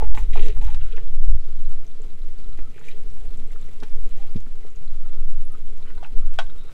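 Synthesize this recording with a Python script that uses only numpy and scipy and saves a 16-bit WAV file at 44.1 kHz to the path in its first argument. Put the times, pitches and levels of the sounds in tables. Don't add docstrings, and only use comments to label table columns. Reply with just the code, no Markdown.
import sys
import numpy as np
from scipy import signal
from scipy.fft import rfft, irfft
from scipy.io import wavfile
from scipy.ndimage import uniform_filter1d

SR = 44100
rng = np.random.default_rng(int(sys.argv[2]) if len(sys.argv) > 2 else 0)


def elevation(decibels):
    levels = np.asarray(decibels, float)
    return 10 ** (levels / 20)


def pcm_store(signal):
    levels = np.round(np.clip(np.atleast_2d(signal), -1, 1) * 32767)
    wavfile.write(sys.argv[1], SR, levels.astype(np.int16).T)


N = 296872


def evened(x):
    return x / np.sqrt(np.mean(x ** 2) + 1e-20)


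def curve(rows):
    s, *columns = np.transpose(rows)
    return [np.interp(np.arange(N) / SR, s, column) for column in columns]


def noise():
    return rng.standard_normal(N)


def coloured(x, points):
    point_hz, point_db = np.transpose(points)
    hz = np.fft.rfftfreq(len(x), 1 / SR)
    shape_db = np.interp(np.log(hz + 0.024), np.log(point_hz), point_db)
    return evened(irfft(rfft(x) * elevation(shape_db), len(x)))


def steadied(x, seconds):
    size = int(seconds * SR)
    power = uniform_filter1d(uniform_filter1d(x ** 2, size), size)
    return evened(x / np.sqrt(abs(power) + .03))


def wobble(size, seconds, count=1):
    width = int(seconds * SR)
    return evened(uniform_filter1d(uniform_filter1d(rng.standard_normal((count, size)), width), width))


def add(mix, s, sound):
    part = mix[round(s * SR):][:len(sound)]
    part += sound[:len(part)]


def resonate(x, hz, width):
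    turn = np.exp(2j * np.pi * np.cumsum(hz * np.ones(len(x))) / SR)
    r = np.exp(-np.pi * width / SR)
    return 2 * (turn * signal.lfilter([1 - r], [1, -r], x / turn)).real


def near(hz, centre_hz, spread):
    return np.exp(-(np.log2(hz / centre_hz) / spread) ** 2 / 2)


def slips(size, per_s, spread_db, smooth):
    sizes_db = spread_db * np.minimum(rng.exponential(1, size), 3)
    clicks = elevation(sizes_db) * (rng.random(size) < per_s / SR)
    return evened(clicks * rng.choice([-1, 1], size)) + smooth * rng.standard_normal(size)


# frequency in Hz, relative density in dB per Hz.
HEAVE_SPECTRUM = [(.5, 4), (10, 0.5), (14, -5), (18, -25.5), (24, -14), (32, -73), (45, -93), (200, -170)]
# time in seconds, level in dB before the eddies.
HEAVE_LEVEL = [(0.0, -11), (0.13, 0), (0.17, -14.5), (0.43, -1), (0.49, -7.5), (1.08, -9.5), (1.31, -2),
               (1.42, -14.5), (1.7, -7), (1.93, -18.5), (2.62, -12.5), (2.75, -29.5), (2.92, -12.5),
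               (3.9, -19), (3.94, -8), (4.63, -18), (4.95, -11.5), (5.08, -13), (5.34, -6.5), (5.47, -12),
               (5.57, -18.5), (5.66, -12), (6.05, -20.5), (6.17, -5), (6.69, -20), (6.73, -48)]
# frequency in Hz, relative density in dB per Hz.
BUFFET_SPECTRUM = [(12, -28), (22, -1.5), (30, 3.5), (45, -5.5), (70, -20), (110, -29.5), (200, -65.5),
                   (400, -100), (2000, -150)]
# time in seconds, level in dB before the eddies.
BUFFET_LEVEL = [(0.0, -24), (0.03, -18.5), (0.17, -30.5), (0.24, -20), (0.39, -30), (0.67, -24),
                (0.71, -30.5), (0.82, -28), (1.07, -39.5), (1.31, -16.5), (1.44, -50), (1.52, -35),
                (1.63, -34.5), (1.78, -50), (1.85, -50), (1.91, -62), (2.06, -36), (2.12, -52), (2.21, -35),
                (2.34, -63), (2.49, -31.5), (2.53, -43), (2.64, -33), (2.85, -60), (3.2, -38.5),
                (3.28, -39.5), (3.84, -49), (3.97, -46), (4.03, -53), (4.23, -49), (4.52, -43), (4.57, -61),
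                (4.78, -37), (4.85, -45), (4.95, -30.5), (5.08, -48), (5.85, -46), (5.98, -33), (6.07, -59),
                (6.73, -42)]


def wind():
    heave_eddy, buffet_eddy = wobble(N, 0.094, count=2)
    heave_db = curve(HEAVE_LEVEL)[0] + 0.5 * heave_eddy
    push = elevation(heave_db) * steadied(coloured(noise(), HEAVE_SPECTRUM), 0.051)
    stopped = push / (1 + push ** 4) ** (1 / 4)
    heave = signal.sosfiltfilt(signal.butter(4, 23, fs=SR, output="sos"), stopped)
    buffet_db = curve(BUFFET_LEVEL)[0] + 2.5 * buffet_eddy
    buffet = steadied(coloured(noise(), BUFFET_SPECTRUM), 0.048)
    return heave + elevation(buffet_db) * buffet


# frequency in Hz, relative density in dB per Hz.
AIR_SPECTRUM = [(41, -14.5), (70, -1), (92, -7.5), (194, -15), (326, -13), (438, -9.5), (537, -21.5),
                (629, -18.5), (1060, -30), (1300, -23.5), (1550, -30), (3930, -29.5), (15600, -48.5)]
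# pitch in Hz, width of each of two filter passes in Hz, relative level in dB.
HOLLOWS = [(132, 63, 1.5), (237.7, 76, -5.5), (91, 97, -5)]
# time in seconds, level in dB.
MURMUR_LEVEL = [(0, -52), (.62, -51), (.8, -61), (1.2, -69), (2.2, -54), (4.09, -54.5), (4.54, -60.5),
                (5.04, -58.5), (5.94, -53.5), (6.43, -56.5), (6.73, -56)]


def air():
    *hum_wavers, hiss_waver = wobble(N, 0.021, count=len(HOLLOWS) + 1)
    murmur = np.zeros(N)
    for (hz, width, db), waver in zip(HOLLOWS, hum_wavers):
        hum = resonate(resonate(noise(), hz, width), hz, width)
        murmur += elevation(db + 3 * waver) * evened(hum)
    hiss = elevation(-55 + 2.2 * hiss_waver) * coloured(noise(), AIR_SPECTRUM)
    return hiss + elevation(curve(MURMUR_LEVEL)[0]) * evened(murmur)


# start in seconds, end in seconds, start pitch in Hz, end pitch in Hz
# (both before drift), level in dB before flutter.
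WHISTLES = [(1.326, 1.36, 1316, 1280, -68), (1.455, 1.64, 1320, 1320, -65.5),
            (1.667, 1.872, 1320, 1317, -65.5), (1.934, 2.06, 1320, 1317, -84),
            (2.3, 2.344, 1360, 1484, -65.5), (2.335, 2.4, 1446, 1420, -65), (2.366, 2.396, 1464, 1300, -71),
            (2.357, 2.578, 1344, 1282, -64.5), (2.587, 2.745, 1325, 1305, -65),
            (2.794, 3.114, 1326, 1346, -70), (3.317, 3.49, 224, 239.6, -53.5),
            (4.152, 4.262, 801, 795, -57), (4.634, 4.75, 1233, 1220, -68), (4.804, 5.075, 1224, 1287, -72),
            (4.97, 5.27, 1322, 1305, -63), (5.223, 5.496, 1320, 1320, -70.5),
            (5.504, 5.58, 1276, 1230, -58.5), (5.962, 6.03, 969, 960, -56.5),
            (6.527, 6.76, 1296, 1320, -65.5), (6.541, 6.74, 3760, 3750, -68.5)]
# start in seconds, end in seconds, fundamental in Hz.
SQUEAK = (5.865, 5.935, 500)
# multiple of the fundamental, level in dB before flutter.
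SQUEAK_OVERTONES = [(2, -68), (3, -66), (4, -67), (5, -69), (6, -63), (8, -73)]


def thin_tones():
    out = np.zeros(N)
    start, end, pitch_hz = SQUEAK
    squeak = [(start, end, k * pitch_hz, k * pitch_hz, db) for k, db in SQUEAK_OVERTONES]
    for start, end, start_hz, end_hz, db in list(WHISTLES) + squeak:
        size = int((end - start) * SR)
        drift, flutter = wobble(SR, .02, count=2)[:, :size]
        hz = np.linspace(start_hz, end_hz, size) + 5 * drift
        blur = evened(resonate(rng.standard_normal(SR)[:size], hz, 30))
        tone = np.sin(2 * np.pi * np.cumsum(hz) / SR) + 0.5 * blur
        add(out, start, elevation(db + 2 * flutter) * tone * signal.windows.tukey(size, .45))
    return out


def pop(hz, cycles):
    turns = np.arange(300) / SR * hz
    return np.sin(2 * np.pi * turns * (1 + 0.0018 * turns)) * np.exp(-turns / cycles) * np.minimum(turns / 2, 1)


# time in seconds, level in dB before the burst's own
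# envelope, starting pitch in Hz.
POPS = [(1.6508, -43, 3900), (1.6966, -41, 7500), (1.8667, -38.5, 6060), (1.9151, -46, 3670),
        (2.0189, -37, 7340), (2.1033, -44, 3830), (2.2188, -41, 3800), (2.3865, -42, 4500),
        (2.4435, -41.5, 3800), (2.5301, -40.5, 3900), (2.5735, -47, 3000), (2.794, -39, 7000),
        (3.102, -45, 5540), (3.113, -44, 8000), (3.136, -45, 8700), (3.15, -48, 5500), (3.198, -43, 7500),
        (3.199, -45, 10000), (3.25, -48, 7750), (3.292, -46, 4080), (3.44, -46, 7600), (3.476, -44, 7740),
        (3.3428, -42, 3370), (3.3739, -37.5, 7600), (3.5194, -40, 7240), (3.6135, -38.5, 7260),
        (3.627, -41, 3700), (3.66, -43, 5800), (3.801, -52, 5500), (3.896, -46, 5200), (3.903, -51, 6800),
        (3.961, -46, 6200), (4.092, -43, 7220), (4.207, -47, 7200), (4.295, -46, 4700), (4.18, -43, 6440),
        (4.4046, -40, 6400), (4.7039, -42.5, 6800), (4.76, -38, 6600), (4.879, -40, 3940),
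        (5.1295, -42, 3500), (5.4507, -40, 9900), (5.5205, -36, 9550), (5.6765, -43, 3200),
        (5.7785, -44, 6460), (5.806, -49, 5200), (5.8262, -38.5, 3800), (5.98, -39.5, 4000),
        (6.466, -41, 3300), (6.581, -44, 7860), (6.636, -50, 5000), (6.636, -50, 7700), (6.71, -51, 4900)]
SIZZLE_TOPS = [2940, 3800, 4000, 5000, 6600, 6400, 7500, 8000, 10400, 13100]


def gravy():
    out = np.zeros(N)
    for s, db, hz in POPS:
        add(out, s, elevation(db) * pop(hz, 3.5))
    when, pitch, detune, size = rng.random((1500, 4)).T
    times = np.cumsum(-np.log(1 - when)) / 70
    tops = np.take(SIZZLE_TOPS, (pitch * len(SIZZLE_TOPS)).astype(int))
    pitches = tops * (0.515 + 0.46 * detune)
    levels_db = -57 - 3.5 * np.log(1 - .985 * size)
    for s, hz, db in zip(times, pitches, levels_db):
        add(out, s, elevation(db) * pop(hz, 2.5))
    for delay_s, db in ((.0025, -10), (.0085, -14), (.0125, -12)):
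        add(out, delay_s, elevation(db) * out[:N - round(delay_s * SR)].copy())
    return out


# time in seconds, grit level in dB, low ring level in dB.
DRAG_LEVELS = [(0, -61, -58), (.8, -62, -62), (1.42, -66, -68), (2.53, -63, -64), (2.96, -62, -58),
               (3.67, -60, -62), (4.22, -61, -60), (4.8, -64, -64), (5.7, -63, -62), (6.3, -63, -59),
               (6.73, -62, -63)]
# frequency in Hz, relative density in dB per Hz.
GRIT_SPECTRUM = [(590, -9), (1000, -3.5), (1400, -6), (1760, -8), (2040, -3), (3160, -6.5), (3460, -7),
                 (5180, -17.5), (7750, -11.5), (15600, -23.5)]


def drag():
    grit_db, low_db = curve(DRAG_LEVELS)
    nudges = slips(N, 30, 3, 0.52)
    low = steadied(evened(resonate(resonate(nudges, 438, 60), 438, 90)), .2)
    grit = steadied(coloured(slips(N, 300, 4.0, 0.8), GRIT_SPECTRUM), .12)
    return elevation(grit_db) * grit + elevation(low_db) * low


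def strokes(rows, modes, bare, damping):
    bite_s, lift_s, ease_db_per_s = 0.008, 0.055, -15
    out = np.zeros(N)
    bins = np.fft.rfftfreq(SR, 1 / SR) + 1
    hz, db, t60 = np.transpose(modes)[:, :, None]
    half_width = 1.22 / (t60 * damping)
    body = (elevation(db) * half_width / (half_width + 1j * (bins - hz))).sum(0) + bare
    for start, end, level_db, centre_hz, spread in rows:
        size = int((end - start) * SR)
        judder_db = 3 * wobble(SR, .004)[0]
        rough = (slips(SR, 700, 3.2, 1.27) * elevation(judder_db))[:size]
        t = np.arange(size) / SR
        edges = np.minimum(t / bite_s, 1) * np.minimum(t[::-1] / lift_s, 1)
        shape = edges * elevation(level_db + ease_db_per_s * (t - t.mean()))
        sound = irfft(rfft(rough * shape, SR) * body * near(bins, centre_hz, spread))[:size + 2000]
        add(out, start, sound * np.linalg.norm(shape) / np.linalg.norm(sound))
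    return out


def blows(events, modes, firm_damping, crack, clatter, clatter_s, rise_turns):
    firm_db, longer_per_db = -34, 0.012
    contact_s = 0.00078
    out = np.zeros(N)
    t = np.arange(SR // 4) / SR
    hz, db, t60 = np.transpose(modes)[:, :, None]
    bins = np.fft.rfftfreq(len(t), 1 / SR) + 1
    above = np.minimum(bins / hz.min(), 1) ** 3
    for s, level_db, centre_hz, spread in events:
        damping = firm_damping * np.exp(longer_per_db * (level_db - firm_db))
        place_db, place_turns = rng.random((2, len(modes), 1)) * [[[3.5]], [[.3]]]
        strength = near(hz, centre_hz, spread) * elevation(db + place_db - 60 * t / (t60 * damping))
        ring = (strength * np.sin(2 * np.pi * (hz * t + place_turns))).sum(0)
        tint = above * near(bins, 0.97 * centre_hz, 1.27 * spread)
        puff = evened(irfft(rfft(rng.standard_normal(len(t))) * tint, len(t)))
        crack_fade = crack * elevation(-60 * t / (.04 * damping))
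        clatter_fade = clatter * elevation(-60 * t / (clatter_s * damping))
        rise_s = rise_turns / centre_hz + contact_s
        onset = np.sin(np.pi / 2 * np.minimum(t / rise_s, 1)) ** 2
        hit = ring / abs(ring).max() + (crack_fade + clatter_fade) * puff
        add(out, s, elevation(level_db) * hit * onset)
    return signal.sosfilt(signal.butter(4, .8 * hz.min(), "high", fs=SR, output="sos"), out)


# mode in Hz, relative level in dB, 60 dB decay in seconds before damping.
PLATE_MODES = [(536, -10.5, 0.19), (688, 0.5, 0.12), (766, 9.5, 0.052), (880, -3, 0.14), (1070, -9, 0.18),
               (1140, -6, 0.12), (1332, -0.5, 0.085), (1478, 9.5, 0.053), (1540, -6, 0.17),
               (2045, -43, 0.076), (1776, -26, 0.11), (2540, -15.5, 0.17), (2640, 1.5, 0.036),
               (2730, -2.5, 0.039), (2800, -15, 0.078), (3100, 1.5, 0.05), (3180, -11, 0.11),
               (3300, 1.5, 0.044), (3350, -12, 0.12), (3760, -16, 0.14), (3850, -15.5, 0.18),
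               (4670, -25, .15), (5000, -11, .05), (5100, -28, .12), (5800, -3, 0.16), (6400, -4, 0.12),
               (7900, 13, 0.021)]
# start in seconds, end in seconds, level in dB at mid-stroke,
# best-driven pitch in Hz, spread in octaves.
SLIDES = [(5.79, 5.85, -59, 1030, 0.22), (5.845, 5.96, -56.5, 1390, 0.64), (6.025, 6.085, -48, 850, 0.11),
          (6.03, 6.085, -47.5, 1560, 0.97), (6.21, 6.33, -61.5, 1310, 0.11), (6.5, 6.76, -66.5, 1270, 0.23),
          (6.58, 6.72, -65, 3800, 0.087)]
# time in seconds, level in dB, best-driven pitch in Hz, spread in octaves.
TAPS = [(5.977, -35, 1040, 0.76), (6.0276, -28, 814, 0.33), (6.028, -34, 2600, 0.72),
        (6.0455, -30.5, 2520, 0.15), (6.049, -35.5, 1480, 0.12), (6.3385, -33, 2980, 0.86),
        (6.3875, -5.5, 1210, 1), (6.388, -14, 3180, 0.22), (6.496, -41.5, 1280, 0.16),
        (6.497, -42.5, 3800, 0.15)]


def plate():
    slides = strokes(SLIDES, PLATE_MODES, bare=0.97, damping=2.4)
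    taps = blows(TAPS, PLATE_MODES, firm_damping=0.61, crack=0.049, clatter=0.054, clatter_s=0.14,
                 rise_turns=0.35)
    return slides + taps


# mode in Hz, relative level in dB, 60 dB decay in seconds before damping.
POT_MODES = [(67, -9, 0.08), (104, 11, 0.087), (232, 9, 0.074), (300, -25, 0.048), (435, 20, 0.091),
             (550, -23, 0.06), (663, 10, 0.079), (850, 18.5, 0.049), (1155, 6.5, 0.025), (1320, 1, 0.037),
             (1570, -21, 0.019), (1855, 6.5, 0.021), (1990, -0.5, 0.059), (2400, 7, 0.049),
             (2837, 1, 0.015), (3292, 3.5, 0.085), (3800, 8, 0.044), (6060, 5.5, 0.025), (7000, 4, 0.0073)]
# start in seconds,
# end in seconds, level in dB at mid-stroke, best-driven pitch in Hz, spread in octaves.
SCRAPES = [(0, .10, -49, 1490, 1.2), (.146, .275, -53.5, 2620, 0.77), (.146, .255, -55, 8140, 0.91),
           (.325, .56, -48, 2740, 0.56), (.33, .53, -59, 8650, 0.95), (.365, .405, -38, 2580, 0.52),
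           (.415, .45, -42, 3000, 0.44), (.36, .545, -39.5, 405, 0.43), (.35, .42, -44.5, 1070, 0.63),
           (.39, .5, -48.5, 253, 0.11), (.44, .51, -55, 7000, 0.49), (.61, .765, -52, 2400, 0.79),
           (.61, .775, -60.5, 8140, 0.93), (.61, .665, -43, 900, 0.15), (.665, .745, -47.5, 925, 0.15),
           (.80, 1.03, -60.5, 1470, 0.14), (.79, 1.06, -60, 2800, 0.63), (.92, 1.09, -59, 435, 0.4),
           (2.733, 2.85, -60, 2370, 0.23), (2.82, 2.955, -58.5, 1970, 0.2), (2.96, 3.14, -60, 433, 0.31),
           (2.83, 2.9, -54, 2920, 0.6), (2.885, 2.96, -53.5, 2800, 0.53), (2.84, 2.96, -63.5, 7250, 0.54),
           (3.2, 3.6, -66, 670, 0.15), (4.1, 4.33, -63, 2630, 0.49)]
# time in
# seconds, level in dB, best-driven pitch in Hz, spread in octaves.
KNOCKS = [(0.006, -31.5, 860, 0.11), (0.0229, -24.5, 850, 0.053), (0.023, -29, 440, 0.17),
          (0.146, -34.5, 880, 0.09), (0.1476, -36.5, 2400, 0.66), (0.1735, -24.5, 900, 0.21),
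          (0.174, -28.5, 2020, 0.38), (0.1745, -33.5, 280, 0.28), (0.3329, -37.5, 2570, 0.43),
          (0.3555, -27, 824, 0.32), (0.356, -37, 2230, 0.25), (0.393, -33.5, 2430, 0.4),
          (0.4235, -35, 2930, 0.32), (0.462, -37, 1090, 0.19), (0.4817, -34.5, 2400, 0.7),
          (0.5675, -40.5, 1150, 0.51), (0.611, -44, 2500, 0.13), (0.612, -54, 3800, 0.15),
          (0.678, -39, 1270, 0.36), (0.7445, -35, 1950, 0.88), (0.745, -53, 3640, 0.16),
          (0.811, -41.5, 2950, 0.083), (0.883, -61, 3400, 0.17), (0.9235, -42, 3200, 0.25),
          (0.931, -39, 440, 0.17), (0.962, -46.5, 4940, 0.25), (0.968, -37.5, 2750, 0.15),
          (0.977, -35.5, 450, 0.38), (0.978, -36, 1810, 0.15), (0.9775, -36, 1180, 0.23),
          (1.024, -42, 437, 0.15), (1.076, -51, 435, 0.13), (1.076, -48, 3520, 0.17),
          (1.144, -50, 2500, 0.24), (1.7182, -48, 614, 0.57), (1.9986, -38, 429, 0.056),
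          (2.5738, -48, 1950, 1.2), (2.587, -34.5, 305, 0.14), (2.588, -38, 1530, 0.55),
          (2.741, -57, 2350, 0.15), (2.762, -44, 435, 0.13), (2.779, -41.5, 1390, 0.55),
          (2.811, -41, 1000, 0.77), (2.8838, -36.5, 2460, 0.21), (2.8845, -46, 7000, 0.77),
          (2.886, -50, 440, 0.15), (2.915, -45, 3300, 0.3), (2.943, -46, 427, 0.13),
          (3.1686, -45, 990, 0.77), (3.197, -60, 1410, 0.42), (3.257, -61, 800, 0.28),
          (3.5073, -46, 1910, 0.15), (3.5563, -39.5, 1390, 0.16), (3.683, -43.5, 450, 0.29),
          (3.684, -48.5, 2100, 0.092), (3.8013, -45, 5000, 0.47), (3.821, -28, 240, 0.52),
          (3.8242, -34.5, 764, 0.62), (3.8326, -34.5, 1630, 0.97), (4.0589, -38.5, 300, 0.33),
          (4.2863, -49.5, 1170, 0.19), (4.352, -20.5, 92, 0.49), (4.356, -26.5, 220, 0.14),
          (4.356, -39, 440, 0.19), (4.362, -44, 2880, 0.76), (4.463, -45, 430, 0.18),
          (4.4635, -39, 240, 0.37), (4.464, -45, 1410, 0.39), (4.648, -41.5, 493, 0.37),
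          (4.682, -51, 1400, 0.3), (5.06, -45.5, 950, 0.48), (5.135, -49, 2100, 0.45),
          (5.326, -46.5, 650, 0.4), (5.5494, -45, 1390, 0.27), (6.6925, -42, 1340, 0.35)]


def pot():
    scrapes = strokes(SCRAPES, POT_MODES, bare=0.72, damping=0.39)
    knocks = blows(KNOCKS, POT_MODES, firm_damping=0.97, crack=0.46, clatter=0.12, clatter_s=0.16,
                   rise_turns=0.46)
    return scrapes + knocks


def scene():
    background = wind() + air() + thin_tones()
    return (background + gravy() + drag() + plate() + pot())[None]


def low_pass(x):
    return signal.sosfilt(signal.butter(12, 15780, fs=SR, output="sos"), x)


def record(dry):
    mix = np.clip(dry, -1, 1)
    return low_pass(mix)


dry = scene()
out = record(dry)
pcm_store(out)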